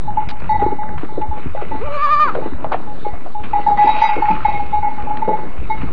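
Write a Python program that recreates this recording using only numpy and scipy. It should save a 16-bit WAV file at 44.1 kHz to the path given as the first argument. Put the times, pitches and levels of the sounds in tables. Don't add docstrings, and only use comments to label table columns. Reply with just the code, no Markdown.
import sys
import numpy as np
from scipy import signal
from scipy.io import wavfile
from scipy.ndimage import uniform_filter1d, minimum_filter1d

SR = 44100
rng = np.random.default_rng(int(sys.argv[2]) if len(sys.argv) > 2 else 0)


def makeup_ratio(level_db):
    decades = np.asarray(level_db, float) / 20
    return 10 ** decades


def master_out(mix):
    frames = np.transpose(np.atleast_2d(mix))
    ceiling = np.clip(frames, -1, 1)
    pcm = np.round(ceiling * 32767).astype(np.int16)
    wavfile.write(sys.argv[1], SR, pcm)


N = 261072

# (time [s], steps and hands near the microphone [dB], stirring in the straw [dB])
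MOVEMENT = [(0, 0, -2), (.45, 2, -1.2), (.9, 3.5, -9.5), (1.2, 5.5, -5.5), (1.45, 2.5, 0), (1.75, 3, -3.5),
            (2.1, -5.5, 6.5), (2.3, 4, 9.5), (2.55, 3, -1.5), (3.0, 0.5, -2), (3.3, -1.3, 1), (3.75, 2, 3),
            (4.0, 1, 12.5), (4.3, -2, 9.5), (4.9, 0, 1), (5.35, 7, -0.5), (5.65, 1, -0.5), (5.92, 3, 1.5)]
# (frequency [Hz], density [dB per Hz])
RUMBLE_SPECTRUM = [(18, 4), (45, -2), (80, -3), (130, -8), (200, -13.5)]
SHUFFLE_SPECTRUM = [(130, -3), (250, -2), (500, -8), (900, -10.5), (1300, -16.5), (1800, -22.5)]
STRAW_SPECTRUM = [(900, 1), (1300, 5), (1700, -4.5), (2200, -2), (2700, -1.5), (3100, -23.5), (3400, -26)]
FINE_STRAW_SPECTRUM = [(2900, -12.5), (3500, -1), (4100, -3.5), (4700, -8.5), (5200, -10), (6200, -15),
                       (7400, -29.5)]
RUMBLE_DB, SHUFFLE_DB, STRAW_DB, FINE_DB = -34, -36.5, -43, -58
RUMBLE_FOLLOWS, FINE_FOLLOWS = 0.56, 0.6

# (time [s], peak [dB], t60 [s])
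THUDS_NEAR_MIC = [(.37, -48, 0.031), (0.275, -5, 0.0087), (.576, -38, 0.29), (0.65, -26, 0.088),
                  (0.943, -37.5, 0.18), (.957, -24, 0.03), (1.286, -24, 0.12), (1.461, -27, 0.099),
                  (1.837, -27.5, 0.11), (2.53, -35, 0.1), (2.545, -25.5, 0.046), (3.13, -27, 0.066),
                  (3.401, -30.5, 0.065), (5.03, -25, 0.052), (5.587, -23.5, 0.082), (5.616, -33, 0.047),
                  (5.819, -13, 0.013)]
THUD_HZ, THUD_HZ_PER_S = 54, 76

# (time [s], peak [dB], brightness [dB], t60 [s])
STALK_SNAPS = [(0.287, -32.5, -4.5, 0.029), (0.3006, -30, -3.5, 0.013), (0.307, -38, -5, 0.03),
               (2.72, -35, -7.5, 0.017), (0.4007, -43.5, -1, 0.01), (1.3745, -48, -29, 0.066),
               (3.4332, -42, -38, 0.12), (4.661, -39, -14, 0.023), (4.7616, -59, -20.5, 0.036),
               (5.021, -37, -15.5, 0.017), (5.171, -22.5, -17, 0.0088)]
# (time [s], peak [dB], weight [dB], t60 [s])
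HORN_SCUFFS = [(.437, -61, 9, 0.031), (0.5932, -44.5, -1.5, 0.054), (.6144, -54, 19, 0.11),
               (.8294, -57, 25.5, 0.039), (.976, -46, 9, 0.096), (1.0086, -52.5, 8, 0.21),
               (1.613, -40, 9, 0.036), (2.3485, -35, 8, 0.037), (2.642, -35, 5, 0.017),
               (2.718, -42, 7, 0.036), (2.7266, -36, 5.5, 0.11), (3.7716, -46, 16.5, 0.067),
               (5.8164, -39.5, 9.5, 0.027), (1.213, -48.5, 8, 0.068), (1.044, -48.5, 12, 0.041),
               (3.134, -53, 5, 0.053), (3.488, -46, 3, 0.029)]
STALK_WEIGHT_DB, SCUFF_BRIGHT_DB = 0.5, -34

# (time [s], length [s], level [dB])
HOOF_SLIDES = [
    (3.778, 0.31, -30),
    (4.244, 0.069, -31.5),
    (4.455, 0.042, -30),
]
# (frequency [Hz], density [dB per Hz])
GRIT_SPECTRUM = [(480, -5), (650, 11), (1100, 3), (1700, -14.5), (2200, -0.5), (2700, -2.5), (3300, -15),
                 (5400, -18.5), (7400, -48)]
SLIDE_GRIPS_DB_PER_S, SLIDE_FADES_DB_PER_S, SLIDE_START_DB = 131, 73.5, -8

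# (time [s], peak [dB], pitch [Hz], t60 [s])
HOOF_KNOCKS = [(0.277, -20, 277, 0.021), (0.617, -12, 300, 0.082), (0.662, -4.5, 293, 0.024),
               (0.719, -18, 322, 0.083), (1.031, -10, 340, 0.036), (1.173, -18.5, 367, 0.11),
               (1.369, -20, 215, 0.024), (1.457, -6.5, 179, 0.048), (2.348, -19, 487, 0.26),
               (2.384, -21, 393, 0.14), (2.457, -16.5, 325, 0.056), (2.52, -22, 224, 0.075),
               (2.644, -14.5, 656, 0.058), (2.718, -9.5, 667, 0.07), (2.742, -10, 616, 0.037),
               (3.064, -7, 360, 0.016), (3.588, -12, 575, 0.037), (3.791, -27, 350, 0.061),
               (3.842, -21.5, 322, 0.18), (3.91, -32, 573, .2), (4.163, -17.5, 364, 0.12),
               (4.296, -22, 223, 0.29), (4.183, -19.5, 330, 0.1), (5.278, -12.5, 205, 0.039),
               (5.276, -9, 438, 0.096), (5.31, -17, 497, 0.13), (5.433, -25, 318, 0.11),
               (5.614, -20, 228, 0.074), (5.831, -16, 173, 0.13), (1.121, -22, 340, 0.035),
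               (1.376, -22, 420, .04), (1.548, -22.5, 520, 0.085), (1.62, -22.5, 420, 0.067),
               (1.708, -22.5, 450, .06), (3.135, -29.5, 600, 0.086), (3.26, -27, 600, 0.094),
               (4.297, -21.5, 600, 0.072), (4.575, -25.5, 450, 0.044)]

# (middle [s], half length [s], level [dB])
CLAPPER_DRAGS = [
    (1.17, 0.054, -56.5),
    (2.5, 0.073, -56),
    (1.4, 0.04, -58),
    (0.062, 0.056, -57),
]
# (time [s], pitch [Hz], peak [dB], ring [s])
EDGE_GLINTS = [(.493, 5947, -56, .04), (.493, 4330, -49, .035), (.5, 5120, -60, .05),
               (.555, 4280, -56.5, .03), (.596, 5947, -63, .09), (.64, 3860, -57, .12),
               (3.772, 5947, -52, .02), (3.772, 4350, -52.5, .015), (3.83, 3790, -44.5, .045),
               (3.852, 4859, -43.5, .03), (3.856, 4340, -53.5, .025), (4.013, 5947, -40, .06),
               (4.07, 5900, -57, .075), (4.013, 4830, -38, .115), (3.668, 4859, -50.5, 0.066),
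               (.8, 3800, -62, 0.11), (4.455, 3816, -48.5, 0.042), (4.215, 4360, -51, .045),
               (4.3, 4859, -49, .035), (4.52, 3760, -48.5, .1), (4.73, 3816, -55.5, .11),
               (5.698, 4350, -56, .04)]

# (time [s], peak [dB], pitch [Hz], beats with its twin [per s], ring [s])
FULL_BLOWS = [(.172, -7.5, 848.4, 13, 0.046), (.495, -5, 855, 10, 0.064), (.592, -12, 808, 37.5, 0.1),
              (.788, -16.5, 843, 24, 0.078), (1.09, -27, 852, 9.5, 0.21), (1.214, -16.5, 852, -6, 0.053),
              (1.568, -23.5, 838.5, 3.5, 0.048), (1.716, -17.5, 874, 30, 0.061),
              (2.422, -23, 865, -27, 0.051), (3.047, -17, 837, -2, 0.044), (3.533, -5.5, 827, 37.5, 0.067),
              (3.666, -4.5, 843, 28.5, 0.018), (3.777, -2, 833, 8.5, 0.078), (3.869, 0, 858, 10, 0.018),
              (4.017, 0.5, 852, 42, 0.05), (4.283, -5, 844, 16.5, 0.023), (4.451, -2.5, 843.5, 16, 0.016),
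              (4.728, -9, 844, -4, 0.073), (4.825, -5, 834, 44, 0.066), (5.106, -13, 848.6, 24.5, 0.11),
              (5.219, -5, 869, 24.5, 0.019), (5.701, -8, 869, -24, 0.031)]
# (time [s], peak [dB], pitch [Hz], beats [per s], ring [s])
GLANCING_TOUCHES = [(.05, -34, 840, 5, 0.043), (0.078, -15.5, 850, -4, 0.042), (.22, -22, 846.4, 5, 0.047),
                    (.316, -24, 846, 31.5, 0.072), (.535, -1.5, 851.5, 6, 0.038),
                    (.612, -8.5, 843.7, -9, 0.048), (.664, -12, 852.5, 13.5, 0.035),
                    (0.713, -14, 843, 20.5, 0.045), (.82, -20, 857, 5, 0.058),
                    (.897, -22.5, 844, 16.5, 0.089), (1.312, -19, 848.6, 16.5, 0.075),
                    (1.872, -20, 876, -36, 0.027), (2.871, -27.5, 842, 5, 0.063),
                    (3.349, -17.5, 841.4, 17.5, 0.068), (3.684, -4, 830, 10.5, 0.011),
                    (3.713, -6.5, 830, 8, 0.026), (3.889, -2, 854, 11, 0.024), (3.921, -24, 845, 22, 0.016),
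                    (3.946, -9, 849, 18, 0.072), (4.055, -6.5, 856, 8, 0.022), (4.09, -5, 844.3, 42, 0.066),
                    (4.302, -7.5, 867, 18, 0.024), (4.221, -4.5, 841.6, 40, 0.054),
                    (4.176, -18.5, 839, 12, 0.027), (4.332, -24, 860, 2.5, .07),
                    (4.51, -22, 870, 4, 0.0088), (4.479, -7.5, 851, -6.5, 0.029),
                    (4.535, -12.5, 830, 16.5, 0.034), (4.595, -14.5, 829, -2.5, 0.021),
                    (4.886, -17, 876, 11, 0.013), (4.912, -21.5, 849, 22, 0.065),
                    (4.98, -18.5, 839, 17, 0.04), (5.07, -17, 838, 28.5, 0.1), (5.287, -10, 855, 13, 0.038),
                    (5.329, -9, 850.3, 10, 0.034), (5.39, -20, 851, 29, 0.08)]
# (time [s], rise [s])
DRAGGED_BLOWS = [(.082, 0.0039), (1.214, 0.003), (3.534, 0.0049), (3.778, 0.018), (4.017, 0.0055),
                 (3.869, .007), (3.047, .007), (3.349, 0.0051), (4.283, 0.0032), (4.48, 0.011),
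                 (4.728, 0.0056), (4.825, 0.0094), (5.222, 0.0092), (.535, 0.019), (.612, 0.0073),
                 (3.712, 0.0083), (3.946, 0.011), (5.33, 0.0066), (.712, 0.0092)]
# (time [s], peak [dB], lean to one of two rim modes [dB], hardness [dB], freedom from the coat [0-1])
UPPER_BLOWS = [(.172, -50.5, -2, -16, 0.7), (.492, -31, -15.5, -18.5, 0.83), (.612, -49, -8, -24.5, 0.4),
               (.636, -47, -2, -24, 0.7), (.7851, -44, -10, -34, 0.84), (1.075, -51, -10, -25, 0.94),
               (1.2141, -44, -5.5, -15.5, 0.07), (1.5559, -47, -20, -17, .9), (1.715, -40, -32, -40, 0.4),
               (2.4159, -48, -18, -29, 0.74), (3.0484, -46.5, -7, -41.5, .95),
               (3.5334, -35.5, -15, -20, 0.37), (3.6674, -44, -4.5, -8.5, 0.6),
               (3.772, -27.5, -12.5, -22.5, 0.3), (3.8744, -35, -5.5, -3, 0.5),
               (4.014, -30.5, 0, -5.5, 0.57), (4.136, -38, 19, -24, 0.8), (4.2824, -37.5, 5, -12, 0.06),
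               (4.446, -33.5, 6.5, -19, 0.49), (4.726, -37.5, 13.5, -16.5, 0.06),
               (4.8234, -39.5, 1, -31, 0.3), (5.1054, -44.5, 7, -28, 0.07), (5.216, -42.5, -3.5, -15, 0.7),
               (5.293, -44.5, -2.5, -16.5, 0.8), (5.6984, -35, 8, -11, 0.14)]
# (pitch [Hz], family [index], level [dB])
UPPER_MODES = [
    (1983, 0, 0),
    (2174, 1, 3),
    (3779, 4, 2),
    (3816, 5, 2),
    (4859, 3, 0),
]
CROWN_DB, CROWN_PER_LEAN = -12.5, 1.5
SHOULDER_EVEN_DB = -11
TWIN_SHARE_PER_BEAT = 0.012
TWIN_FADES_S = 0.038
TWINS_AGREE_S = 0.0088

# (time [s], pitch [Hz], level [dB])
BLEAT_LINE = [
    (1.795, 353.6, -43),
    (1.818, 424, -23.5),
    (1.848, 581.3, -29.5),
    (1.955, 578, -23.5),
    (2.05, 583, -14),
    (2.24, 601.6, -11.5),
    (2.273, 528, -19),
    (2.3, 407, -18),
    (2.322, 373, -45),
]
# (time [s], half length [s], depth [0-1])
VOICE_CATCHES = [
    (2.0675, .002, .95),
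    (2.0885, .0015, .9),
    (2.162, .003, .75),
    (2.195, .002, .85),
    (2.272, .003, .5),
]
# (frequency [Hz], width [Hz], level [dB])
NOSE_MODES = [(487, 380, 3), (1130, 310, -4.5), (2390, 170, -13.5), (2910, 250, -27), (4150, 280, -25.5),
              (6520, 2500, -34.5)]
MOUTH_MODES = [(1216, 350, 4.5), (2330, 490, -18.5), (3610, 520, -31.5), (4620, 400, -26.5),
               (6060, 980, -38)]
LIPS_PART, MOUTH_OPENS_S, MOUTH_TAKES_S = 0.073, 1.972, 0.0096
QUAVER_HZ, QUAVER_TOP_S, QUAVER_CALMS_S = 11.4, 2.036, 2.11
QUAVER_DEPTH_HZ, QUAVER_DB = 20.9, 3.5
PUSH_LAGS_S = 0.007

# (delay [s], level [dB])
WALL_ECHOES = [(.011, -8.5), (.023, -6.5), (.037, -13.5), (.058, -20.5), (0.082, -23.5)]
# (middle [s], half length [s], above [Hz])
TREBLE_DIPS = [
    (.278, .008, 3000),
    (.457, .011, 4600),
    (.486, .005, 4600),
    (.586, .006, 5500),
    (1.85, .006, 2800),
    (1.894, .006, 4600),
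    (3.763, .007, 4600),
    (3.867, .005, 5300),
    (4.12, .009, 3200),
    (4.518, .005, 3000),
]
KNEE, HEADROOM = 0.46, 0.34
OFFSET, SQUEEZE_FROM_DB = -0.27, -10.5
BEND = 0.058
HISS_DB = -87


def in_time(rows):
    s, *columns = np.transpose(rows)
    return [np.interp(np.arange(N) / SR, s, c) for c in columns]


def rms_one(x):
    return x / np.sqrt(np.mean(x ** 2) + 1e-20)


def drift(rate_hz):
    knots = rng.standard_normal(int(N / SR * 40) + 400)
    return np.interp(np.arange(N) / SR * rate_hz, np.arange(len(knots)), knots)


def band(x, low_hz, high_hz):
    return signal.sosfilt(signal.butter(2, [low_hz, high_hz], "band", fs=SR, output="sos"), x)


def add(out, s, sound):
    at = int(s * SR)
    out[at:at + len(sound)] += sound[:N - at]


def coloured(spectrum, patchy_db, crackle_db):
    hz, level_db = np.transpose(spectrum)
    edges_hz = np.geomspace(hz[0], hz[-1], num=11)
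    together, swell = drift(11), drift(2.76)
    crackle = makeup_ratio(crackle_db * rng.standard_normal((2, N // 32 + 1))).repeat(32, axis=1)[:, :N]
    grains = rng.standard_normal((2, N)) * crackle
    out = 0
    for k, (low_hz, high_hz) in enumerate(zip(edges_hz, edges_hz[1:])):
        gain_db = np.interp(np.log(low_hz * high_hz) / 2, np.log(hz), level_db)
        gain_db = gain_db + patchy_db * (together + drift(18) + swell)
        out = out + makeup_ratio(gain_db) * band(grains[k % 2], low_hz, high_hz)
    return rms_one(signal.sosfilt(signal.butter(6, 7300, fs=SR, output="sos"), out))


def rustle():
    near_db, stir_db = in_time(MOVEMENT)
    out = makeup_ratio(RUMBLE_DB + RUMBLE_FOLLOWS * near_db) * coloured(RUMBLE_SPECTRUM, 4.5, -4.0)
    out += makeup_ratio(SHUFFLE_DB + near_db) * coloured(SHUFFLE_SPECTRUM, 2.5, 6.0)
    out += makeup_ratio(STRAW_DB + stir_db) * coloured(STRAW_SPECTRUM, 3.0, 6.0)
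    out += makeup_ratio(FINE_DB + FINE_FOLLOWS * stir_db) * coloured(FINE_STRAW_SPECTRUM, 3.0, 2.0)
    return out


def thuds():
    out, t = np.zeros(N), np.arange(int(0.25 * SR)) / SR
    for s, level_db, t60 in THUDS_NEAR_MIC:
        hz = THUD_HZ + THUD_HZ_PER_S * t60
        push = np.sin(2 * np.pi * hz * (t + 0.0033 * (1 - np.exp(-t / 0.008))))
        add(out, s, makeup_ratio(level_db + 15.0 - 60 * t / t60) * push * (1 - np.exp(-t / 0.005)))
    return out


def snaps():
    out, t = np.zeros(N), np.arange(int(0.2 * SR)) / SR
    rows = [(s, level_db, STALK_WEIGHT_DB, top_db, t60) for s, level_db, top_db, t60 in STALK_SNAPS]
    rows += [(s, level_db, low_db, SCUFF_BRIGHT_DB, t60) for s, level_db, low_db, t60 in HORN_SCUFFS]
    for s, level_db, low_db, top_db, t60 in rows:
        white = rng.standard_normal(len(t))
        crack = rms_one(band(band(white, 1200, 3100), 1200, 3100))
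        crack += makeup_ratio(low_db) * rms_one(band(band(white[::-1], 640, 1400), 300, 2400))
        crack += makeup_ratio(top_db + 2) * rms_one(band(band(white, 3700, 5400), 3000, 7500))
        add(out, s, makeup_ratio(level_db + 12.0 - 60 * t / t60) * crack * (1 - np.exp(-t / 0.0034)))
    return out


def slides():
    s, length, level_db = np.transpose(HOOF_SLIDES)[:, :, None]
    t = np.arange(N) / SR - s
    shape_db = np.minimum(SLIDE_START_DB + SLIDE_GRIPS_DB_PER_S * t, 0)
    shape_db = shape_db - SLIDE_FADES_DB_PER_S * np.maximum(t - length, 0)
    force = np.max(makeup_ratio(level_db + shape_db) * np.clip(t / 0.012, 0, 1), axis=0)
    grit = coloured(GRIT_SPECTRUM, patchy_db=2.0, crackle_db=5.5)
    horn_ring = band(band(grit, 2250, 2850), 2250, 2850)
    return force * (grit + 2.1 * horn_ring)


def knocks():
    out, t = np.zeros(N), np.arange(int(0.2 * SR)) / SR
    for s, level_db, hz, t60 in HOOF_KNOCKS:
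        white = rng.standard_normal(len(t))
        body = rms_one(band(band(white, hz * 0.64, hz * 1.304), hz * 0.86, hz * 2.7))
        add(out, s, makeup_ratio(level_db + 1.5 - 60 * t / t60) * body * (1 - np.exp(-t / 0.0011)))
    return out


def chafes():
    s, half, level_db = np.transpose(CLAPPER_DRAGS)[:, :, None]
    force = np.sum(makeup_ratio(level_db) * np.exp(-((np.arange(N) / SR - s) / half) ** 4), axis=0)
    return force * rms_one(band(band(rng.standard_normal(N), 3440, 4120), 3500, 4200))


def glints():
    out, t = np.zeros(N), np.arange(int(0.2 * SR)) / SR
    waver = makeup_ratio(2.5 * drift(36))
    for s, hz, level_db, ring in EDGE_GLINTS:
        held = makeup_ratio(level_db - 23 * t) * np.exp(-(t / ring) ** 4)
        add(out, s, held * (1 - np.exp(-t / 0.0015)) * np.sin(2 * np.pi * hz * t))
    return out * waver


def low_pair():
    out, t = np.zeros(N), np.arange(int(0.4 * SR)) / SR
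    rattle = rms_one(band(rng.standard_normal(N), 810, 910))
    clanks = sorted(FULL_BLOWS + GLANCING_TOUCHES)
    starts = [row[0] for row in clanks] + [N / SR]
    for (s, level_db, low_hz, beats_hz, ring), following in zip(clanks, starts[1:]):
        share, high_hz = min(TWIN_SHARE_PER_BEAT * abs(beats_hz), 0.5), low_hz + beats_hz
        rise = max([0.004] + [slow for at, slow in DRAGGED_BLOWS if abs(at - s) < 0.01])
        scoop = 2 * np.pi * 0.17 * (1 - np.exp(-t / 0.0063))
        pair = (1 - share) * np.sin(2 * np.pi * low_hz * t + scoop)
        twin = np.sin(2 * np.pi * (high_hz * t - beats_hz * TWINS_AGREE_S) + scoop)
        pair += share * np.exp(-t / TWIN_FADES_S) * twin
        pair += 0.1 * rattle[int(s * SR / 2):][:len(t)]
        pair += 0.12 * np.exp(-t / 0.012) * np.sin(2 * np.pi * 990 * t)
        held = 0.67 * np.exp(-(t / ring) ** 5.8) + 0.27 * np.exp(-t / 0.07)
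        stopped = np.clip((following - s + 0.014 - t) / 0.012, 0, 1)
        onset = 1 - np.exp(-(t / rise) ** 1.5)
        add(out, s - 0.003, makeup_ratio(level_db) * pair * held * stopped * onset)
    return out


def upper_modes():
    out, t = np.zeros(N), np.arange(int(0.4 * SR)) / SR
    turns = rng.random((len(UPPER_BLOWS), len(UPPER_MODES)))
    flicker = makeup_ratio(3.5 * np.array([drift(55) for mode in UPPER_MODES]))
    starts = [row[0] for row in UPPER_BLOWS] + [N / SR]
    for row, blow_turns, following in zip(UPPER_BLOWS, turns, starts[1:]):
        s, force_db, lean_db, hard_db, free = row
        stopped = np.clip((following - s + 0.011 - t) / 0.0047, 0, 1) * np.clip((0.4 - t) / 0.11, 0, 1)
        shoulder_db = force_db + hard_db
        family_db = [force_db - max(lean_db, 0),
                     force_db + min(lean_db, 0),
                     shoulder_db,
                     shoulder_db + CROWN_DB + CROWN_PER_LEAN * min(lean_db, 0),
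                     shoulder_db - 1.8 * max(lean_db - SHOULDER_EVEN_DB, 0),
                     shoulder_db + 1.7 * min(lean_db - SHOULDER_EVEN_DB, 0)]
        for (hz, family, level_db), turn, facing in zip(UPPER_MODES, blow_turns, flicker):
            ring = 0.41 * free * 2000 / hz
            decay = 0.75 * np.exp(-(t / ring) ** 2.2) + 0.37 * np.exp(-t / 0.14)
            tail = makeup_ratio(family_db[family] + level_db - 20 * t) * decay * (1 - np.exp(-t / 0.00047))
            heard = np.resize(facing[int(s * SR):], len(t)) * stopped
            add(out, s, tail * heard * np.sin(2 * np.pi * (hz * t + turn)))
    return out


def bell():
    clanks = low_pair() + upper_modes()
    sway = np.arange(N) + 7.4 * drift(14)
    return np.interp(sway, np.arange(N), clanks) * makeup_ratio(drift(30))


def tract(modes, hz):
    return np.sqrt(sum(makeup_ratio(level_db) ** 2 / (1 + (2 * (hz - top_hz) / width_hz) ** 2) ** 1.83
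                       for top_hz, width_hz, level_db in modes))


def bleat():
    pitch, level_db = in_time(BLEAT_LINE)
    t = np.arange(N) / SR
    opening = LIPS_PART * np.clip((t - 1.84) / 0.077, 0, 1)
    opening = opening + np.clip((t - MOUTH_OPENS_S) / MOUTH_TAKES_S, 0, 1)
    taut = np.clip((pitch - 540) / 45, 0, 1)
    swing = taut * np.cos(2 * np.pi * QUAVER_HZ * (t - QUAVER_TOP_S))
    swing = taut - 2 * taut * ((1 - swing) / 2) ** 1.1
    push = taut * np.cos(2 * np.pi * QUAVER_HZ * (t - QUAVER_TOP_S - PUSH_LAGS_S))
    level_db = level_db + QUAVER_DB * push * (0.81 + 0.094 * np.tanh((t - QUAVER_CALMS_S) / 0.02))
    depth_hz = QUAVER_DEPTH_HZ * (0.75 - 0.3 * np.tanh((t - QUAVER_CALMS_S) / 0.033))
    pitch = pitch + depth_hz * swing + 2.6 * drift(70)
    for s, half, depth in VOICE_CATCHES:
        pitch = pitch - 11.4 * depth * np.exp(-((t - s) / 0.0063) ** 2)

    live = slice(int(BLEAT_LINE[0][0] * SR), int(BLEAT_LINE[-1][0] * SR))
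    t, pitch, push, opening = t[live], pitch[live], push[live], np.clip(opening[live], 0, 1)
    phase = 2 * np.pi * np.cumsum(pitch) / SR
    order = np.arange(1, 21)[:, None]
    gains = (1 - opening) * tract(NOSE_MODES, order * pitch) + opening * tract(MOUTH_MODES, order * pitch)
    gains *= makeup_ratio(-0.05 * order * np.maximum(590 - pitch, 0) ** 0.52)
    gains[5:] *= np.clip((t - 1.9) / 0.035, 0, 1)
    gains[3:] *= makeup_ratio(3 * np.array([drift(39)[live] for k in order[3:]]))
    gains /= np.sqrt(np.sum(gains ** 2, axis=0) / 2)
    for s, half, depth in VOICE_CATCHES:
        width = np.where(t < s, 1.6 * half, 0.5 * half)
        gains[1:] *= 1 - depth * np.exp(-((t - s) / width) ** 2)
    gains[0] *= makeup_ratio(-0.7 * QUAVER_DB * push * opening)
    voice = np.sum(gains * np.sin(order * phase + 0.56 * order ** 2), axis=0)

    air, puffs = rng.standard_normal(len(voice)), 1 + np.cos(phase)
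    breath = rms_one(band(band(air, 1500, 4600), 1500, 4600)) * puffs
    leaks = 1 + sum(5.0 * depth * np.exp(-((t - s) / 0.0056) ** 2) for s, half, depth in VOICE_CATCHES)
    breath += makeup_ratio(-11.5) * leaks * rms_one(band(air[::-1], 4800, 9500)) * puffs
    out = np.zeros(N)
    out[live] = (voice + makeup_ratio(-40) * breath) * makeup_ratio(level_db[live])
    return out


def pen(x, wet_db):
    out, dull = x.copy(), signal.lfilter([0.4], [1, -0.6], x)
    for delay, level_db in WALL_ECHOES:
        add(out, delay, makeup_ratio(level_db + wet_db) * dull)
    return out


def squeeze(x):
    peak = -minimum_filter1d(-np.abs(x), size=1500)
    return uniform_filter1d(np.minimum(1, makeup_ratio(SQUEEZE_FROM_DB) / (peak + 1e-9)), size=1300)


def treble_dips(x):
    t = np.arange(N) / SR
    for s, half, above_hz in TREBLE_DIPS:
        near = slice(int((s - 0.05) * SR), int((s + 0.05) * SR))
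        high_pass = signal.butter(6, above_hz, "high", fs=SR, output="sos")
        top = np.zeros_like(x)
        top[:, near] = signal.sosfiltfilt(high_pass, x[:, near]) * np.exp(-((t[near] - s) / half) ** 4)
        x = x - 0.82 * top
    return x


def scene():
    background = rustle()
    goat = pen(snaps(), wet_db=-15.5) + pen(knocks(), wet_db=-10.5) + glints()
    goat += pen(bell(), wet_db=-6.5) + pen(bleat(), wet_db=-8.0)
    return (background * squeeze(goat) ** 0.069 + thuds() + slides() + chafes() + goat)[None]


def roll_off(x):
    return signal.sosfilt(signal.butter(12, 10600, fs=SR, output="sos"), x)


def record(dry):
    peak = -minimum_filter1d(-np.abs(dry), size=800)
    limited = dry * uniform_filter1d(np.minimum(1, 0.86 / (peak + 1e-9)), size=400)
    shifted = limited + BEND * limited ** 2 + OFFSET * squeeze(dry)
    excess = np.maximum(-KNEE - shifted, 0)
    rounded = shifted + excess - HEADROOM * np.tanh(excess / HEADROOM)
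    start = rounded[:, :1]
    moving = rounded - start
    steep = signal.sosfilt(signal.cheby2(8, 40, 5600, fs=SR, output="sos"), moving)
    hissing = moving + makeup_ratio(HISS_DB) * rng.standard_normal(dry.shape)
    leak = signal.sosfilt(signal.butter(4, [4500, 8600], "band", fs=SR, output="sos"), hissing)
    mix = treble_dips(start + steep + makeup_ratio(-9.0) * leak)
    return roll_off(mix)


dry = scene()
out = record(dry)
master_out(out)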